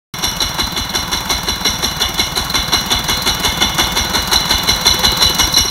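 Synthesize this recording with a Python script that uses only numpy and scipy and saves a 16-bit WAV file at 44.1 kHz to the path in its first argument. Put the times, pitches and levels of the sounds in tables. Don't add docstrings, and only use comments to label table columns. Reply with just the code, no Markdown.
import sys
import numpy as np
from scipy import signal
from scipy.io import wavfile

SR = 44100
rng = np.random.default_rng(int(sys.argv[2]) if len(sys.argv) > 2 else 0)


def put_to_file(sound):
    columns = np.atleast_2d(sound).T
    safe = np.clip(columns, -1, 1)
    whole_steps = np.round(safe * 32767)
    wavfile.write(sys.argv[1], SR, whole_steps.astype(np.int16))


N = 251370
T = np.arange(N) / SR


# delay_s, rise_s, decay_s, level_db
KNOCKS = [(.002, 0.0057, 0.042, -19.5), (.014, 0.0047, 0.026, -21), (.09, 0.0025, 0.021, -25),
          (.141, .004, 0.009, -24)]
# pitch_hz, level_db
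KNOCK_TONE = [(120, -14.5), (250, 2.5), (350, -0.5), (450, -7), (590, -5), (750, 2), (950, 4), (1250, -1.5),
              (1480, 2), (1900, -4.5), (2600, -11.5), (4400, -10.5), (5000, -20.5), (9000, -25.5)]
# pitch_hz, width_hz, level_db
BLOCK_NOTES = [(172, 16.2, 0), (209.3, 9.9, 6.5), (782, 96, -6.5), (892.4, 19.5, 4.5), (1005, 48, 1),
               (1115, 48, 2.5), (1345, 21, 0), (1469, 24, 1.5)]
# delay_s, rise_s, decay_s, level_db
CRACKS = [(.002, 0.0018, 0.017, -26.5), (.014, 0.0045, 0.015, -21), (.03, .01, 0.085, -33),
          (.158, 0.01, 0.0099, -37.5)]
# pitch_hz, level_db
CRACK_TONE = [(1000, -18), (3000, -12), (4400, 15.5), (5000, -1), (6300, 16.5), (7500, 4), (10000, 7),
              (10500, 3), (11400, 11.5), (13000, -2), (16000, -4)]

def engine_block(knock_db, first_db):
    running = glide(knock_db)
    force = np.hypot(strokes(KNOCKS, knock_db, first_db, uneven_db=0.97), amp(-30) * running)
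    knock = strike(force, impacts(per_s=3500, spread_db=2), shaped, KNOCK_TONE)
    ring = strike(np.sqrt(force * running), impacts(per_s=3000, spread_db=0.5), ringing, BLOCK_NOTES)
    crack_force = strokes(CRACKS, 1.4 * knock_db, first_db, uneven_db=1.8)
    crack = strike(crack_force, impacts(per_s=5000, spread_db=4), shaped, CRACK_TONE)
    return knock + amp(-20) * ring + crack


# delay_s, rise_s, decay_s, level_db
RATTLES = [(-.001, 0.0089, 0.049, -5), (.0155, 0.003, .022, 0.6), (.04, 0.022, .05, -9),
           (.14, 0.0038, 0.013, -17.5)]
# pitch_hz, width_hz, level_db
FRAME_NOTES = [(2148, 107, -4), (2935, 190, -6.5), (3495, 155, 0)]
COVER_NOTES = [(4015, 168, 7.5), (4122, 140, 3.5)]
GUARD_NOTES = [(5646, 203, 3.5), (5990, 170, -2.5), (6770, 310, -20), (8610, 480, -17.5), (10100, 270, -17),
               (11330, 270, -8.5)]
STEEL_NOTES = [(2918, 14, 1), (3000, 18, -2), (5664, 18, -3), (5865, 30, -7), (5996, 22, -2),
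               (11410, 22, -15), (11562, 22, -12.5)]

def loose_metal(first_db):
    frame_db = levels(near=1.06, side=0, uneven_db=1.35)
    cover_db = levels(near=0.43, side=0.76, uneven_db=1.8)
    shake_db = levels(near=0.8, side=0.26, uneven_db=5)
    guard_db = levels(near=0.093, side=1, uneven_db=1.9)
    frame_rattle = amp(-17) * strokes(RATTLES, frame_db, first_db, uneven_db=-0.4)
    cover_rattle = amp(-15.5) * strokes(RATTLES, cover_db, first_db, uneven_db=-0.6)
    guard_rattle = amp(-20) * strokes(RATTLES, guard_db, first_db, uneven_db=1)
    frame_force = np.hypot(frame_rattle, amp(-31.5) * glide(frame_db))
    cover_force = np.hypot(cover_rattle, amp(-30.5) * glide(shake_db))
    guard_force = np.hypot(guard_rattle, amp(-36) * glide(guard_db))
    cover_hits = np.hypot(cover_force, amp(-2) * clanks())
    guard_hits = np.hypot(guard_force, amp(-12) * clanks())
    frame = strike(frame_force, impacts(per_s=2000, spread_db=3.5), ringing, FRAME_NOTES)
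    cover = strike(cover_hits, impacts(per_s=2300, spread_db=1), ringing, COVER_NOTES)
    guard = strike(guard_hits, impacts(per_s=2400, spread_db=5.5), ringing, GUARD_NOTES)
    steel = strike(frame_force + guard_force, impacts(per_s=2000, spread_db=4), ringing, STEEL_NOTES)
    steel_gain = amp(-12.5) * glide(levels(near=0.96, side=0, uneven_db=-0.5))
    return frame + cover + guard + steel_gain * steel


# start_s, level_db
CLANKS = [(0.403, -12), (0.893, -15.5), (2.354, -14), (2.497, -13.5), (2.732, -13), (3.293, -8),
          (3.846, -12), (4.358, -6.5), (4.904, -9.5), (5.539, -5.5), (5.564, -3.5), (5.678, -10.5)]

def clanks():
    force = np.zeros(N)
    for start_s, db in CLANKS:
        a, b = np.searchsorted(T, [start_s - 0.002, start_s + 0.06])
        force[a:b] += amp(db) * blow(T[a:b] - T[a], rise_s=0.0025, decay_s=0.011)
    return force


# delay_s, pitch_hz, half_length_s, level_db
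EXHAUST_PUFFS = [(0.0617, 69, 0.01, -16.5), (0.03, 66, 0.0055, -24.5), (.049, 131, 0.0063, -23),
                 (0.0823, 58, 0.019, -30)]
# delay_s, pitch_hz, half_length_s, level_db
THUDS = [(.019, 365, 0.0058, -19.5), (.039, 220, 0.0085, -22.5), (.0995, 193, 0.0056, -22),
         (.1, 78, 0.0073, -29), (.115, 127, 0.012, -26), (.152, 172, .012, -20.5),
         (.153, 68, 0.0084, -25.5)]
# delay_s, pitch_hz, half_length_s, level_db
BUMPS = [(.097, 355, 0.0056, -35.5)]

def chug():
    exhaust_db = levels(near=0.73, side=0.25, uneven_db=1.2)
    exhaust = puffs(EXHAUST_PUFFS, exhaust_db, jitter_s=0.00081, detune=0.027, uneven_db=0.6)
    thud_db = levels(near=0.42, side=-0.28, uneven_db=0)
    thuds = puffs(THUDS, thud_db, jitter_s=0.00049, detune=0.059, uneven_db=0.16)
    bump_db = levels(near=2.1, side=2.4, uneven_db=0)
    bumps = puffs(BUMPS, bump_db, jitter_s=0.00071, detune=0.045, uneven_db=4.5)
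    return exhaust + thuds + bumps


# delay_s, rise_s, decay_s, level_db
TICKS = [(.087, 0.0067, 0.0053, -24.5), (.1385, 0.006, 0.0071, -23.5)]
# pitch_hz, level_db
TICK_TONE = [(2000, -8.5), (5000, 2.5), (6500, 2), (8000, -5.5), (9500, 0), (10500, -8), (12000, 2),
             (14000, -1.5), (16000, -1.5)]

def valves():
    tick_db = levels(near=1.44, side=0.087, uneven_db=1.7)
    force = strokes(TICKS, tick_db, np.zeros_like(tick_db), uneven_db=0.5)
    return strike(force, impacts(per_s=11000, spread_db=1.6), shaped, TICK_TONE)


# pitch_hz, width_hz, level_db
PANEL_NOTE = [(509.2, 13.5, 0)]

def panel():
    shaking = amp(-44.5) * glide(levels(near=1.7, side=0, uneven_db=0.4))
    return shaking * ringing(impacts(per_s=3000, spread_db=0), PANEL_NOTE)


# pitch_hz, level_db
HISS_TONE = [(100, -10), (200, -8), (400, -10.5), (1000, -4.5), (2500, -15.5), (5000, -33), (6200, -15.5),
             (7500, -30.5), (10500, -34), (12000, -22), (16000, -24.5)]
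RUMBLE_TONE = [(15, -22), (30, -4), (52, 4.5), (80, -6), (130, -3), (260, -20.5), (600, -44)]

def hiss_and_rumble(knock_db):
    hiss = amp(-32) * glide(knock_db) * shaped(impacts(per_s=7000, spread_db=2), HISS_TONE)
    skid_db = levels(near=0.49, side=0, uneven_db=0.6)
    jolts = amp(-13) * strokes(KNOCKS, skid_db, np.zeros_like(skid_db), uneven_db=2.5)
    shaking = np.hypot(amp(-37.5) * glide(skid_db), jolts)
    return hiss + shaking * shaped(rng.standard_normal(N), RUMBLE_TONE)


# time_s, delay_s
ECHO_DELAY = [(0, 0.0031), (2.2, 0.00265), (3.4, 0.00223), (5.7, 0.0018)]

def paving_echo(x, echo_gain=0.091, dull_hz=1200):
    delay_s = np.interp(T, *np.transpose(ECHO_DELAY))
    dull = signal.sosfilt(signal.butter(1, dull_hz, fs=SR, output="sos"), x)
    return x + echo_gain * np.interp(T - delay_s, T, dull)


# time_s, firings_per_s
SPEED = [(0, 5.5658), (0.4, 5.6038), (0.8, 5.627), (1.95, 5.6531), (2.65, 5.477), (3.55, 5.7839),
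         (4.05, 5.599), (4.7, 5.5694), (5.7, 5.7342)]

def firings(first_s=0.043):
    cycles = np.cumsum(np.interp(T, *np.transpose(SPEED))) / SR
    cycles -= np.interp(first_s, T, cycles)
    return np.interp(np.arange(np.ceil(cycles[-1])), cycles, T)


# time_s, level_db
NEARNESS = [(0, -1.7), (1.8, -0.7), (3.1, 1.6), (4.3, 2.5), (5.3, 3.5), (5.6, -1)]
# time_s, level_db
SHEET_SIDE = [(0, 0.5), (3.6, -1), (4.5, 1.5), (5.2, 5), (5.7, 6.5)]

def levels(near, side, uneven_db):
    times = firings()
    near_db = near * np.interp(times, *np.transpose(NEARNESS))
    side_db = side * np.interp(times, *np.transpose(SHEET_SIDE))
    return near_db + side_db + uneven_db * np.clip(rng.standard_normal(len(times)), -2, 2)


def glide(firing_db):
    return amp(np.interp(T, firings() + 0.1, firing_db))


def strokes(blows, firing_db, first_db, uneven_db, jitter_s=0.0008):
    power = np.zeros(N)
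    for start_s, level, first in zip(firings(), firing_db, first_db):
        a, b = np.searchsorted(T, [start_s - 0.01, start_s + 0.3])
        for k, (delay_s, rise_s, decay_s, db) in enumerate(blows):
            late, strong = rng.standard_normal(2)
            t = T[a:b] - start_s - delay_s - jitter_s * late
            gain = amp(db + level + first * (k == 0) + uneven_db * strong)
            power[a:b] += (gain * blow(t, rise_s, decay_s)) ** 2
    return np.sqrt(power)


def blow(t, rise_s, decay_s):
    return np.clip(t / rise_s, 0, 1) * np.exp(-np.maximum(t - rise_s, 0) / decay_s)


def puffs(table, firing_db, jitter_s, detune, uneven_db):
    out = np.zeros(N)
    for start_s, level in zip(firings(), firing_db):
        a, b = np.searchsorted(T, [start_s - 0.02, start_s + 0.22])
        for delay_s, hz, half_length_s, db in table:
            late, sharp, strong = rng.standard_normal(3)
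            t = T[a:b] - start_s - delay_s - jitter_s * late
            wave = np.cos(2 * np.pi * hz * (1 + detune * sharp) * t)
            swell = np.exp(-(t / half_length_s) ** 2)
            out[a:b] += amp(db + level + uneven_db * strong) * swell * wave
    return out


def impacts(per_s, spread_db):
    direction, size = rng.standard_normal((2, N))
    hits = rng.random(N) < per_s / SR
    return unit_level(hits * np.sign(direction) * amp(spread_db * np.clip(size, -2, 2)))


def strike(force, taps, body, table):
    return body(force * taps, table) * np.sqrt(np.mean(force ** 2))


def shaped(x, tone):
    pitch_hz, level_db = np.transpose(tone)
    return colour(x, lambda hz: amp(np.interp(np.log(hz + 1), np.log(pitch_hz), level_db)))


def ringing(x, notes):
    def gain(hz):
        peaks = (amp(db) / (1 + ((hz - pitch) / (width * 0.6)) ** 2) for pitch, width, db in notes)
        return np.sqrt(sum(peak ** 2 for peak in peaks))
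    return colour(x, gain)


def colour(x, gain, size=16384):
    hz = abs(np.fft.fftfreq(size, 1 / SR))
    log_gain = np.log(np.maximum(gain(hz), 1e-5))
    response = np.fft.ifft(np.exp(np.conj(signal.hilbert(log_gain)))).real[:size // 2]
    return unit_level(signal.oaconvolve(x, response)[:N])


def unit_level(x):
    return x / np.sqrt(np.mean(x ** 2) + 1e-20)


def amp(db):
    return 10 ** (np.asarray(db) / 20)


def scene():
    knock_db = levels(near=0.95, side=0, uneven_db=0.4)
    first_db = levels(near=0, side=0, uneven_db=1.23)
    engine = engine_block(knock_db, first_db) + loose_metal(first_db)
    engine += panel() + valves() + chug() + hiss_and_rumble(knock_db)
    return paving_echo(engine)[None]


def record(dry, open_s=0.138, bottom_hz=12, top_hz=15800):
    passed = signal.sosfilt(signal.butter(1, bottom_hz, "high", fs=SR, output="sos"), dry)
    opened = passed * np.clip((T - open_s) / 0.001, 0, 1)
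    rounded = opened / (1 + opened ** 6) ** (1 / 6)
    treble_cut = signal.firwin(511, top_hz, window=("kaiser", 9), fs=SR)
    return signal.oaconvolve(rounded, treble_cut[None], "same")


dry = scene()
out = record(dry)
put_to_file(out)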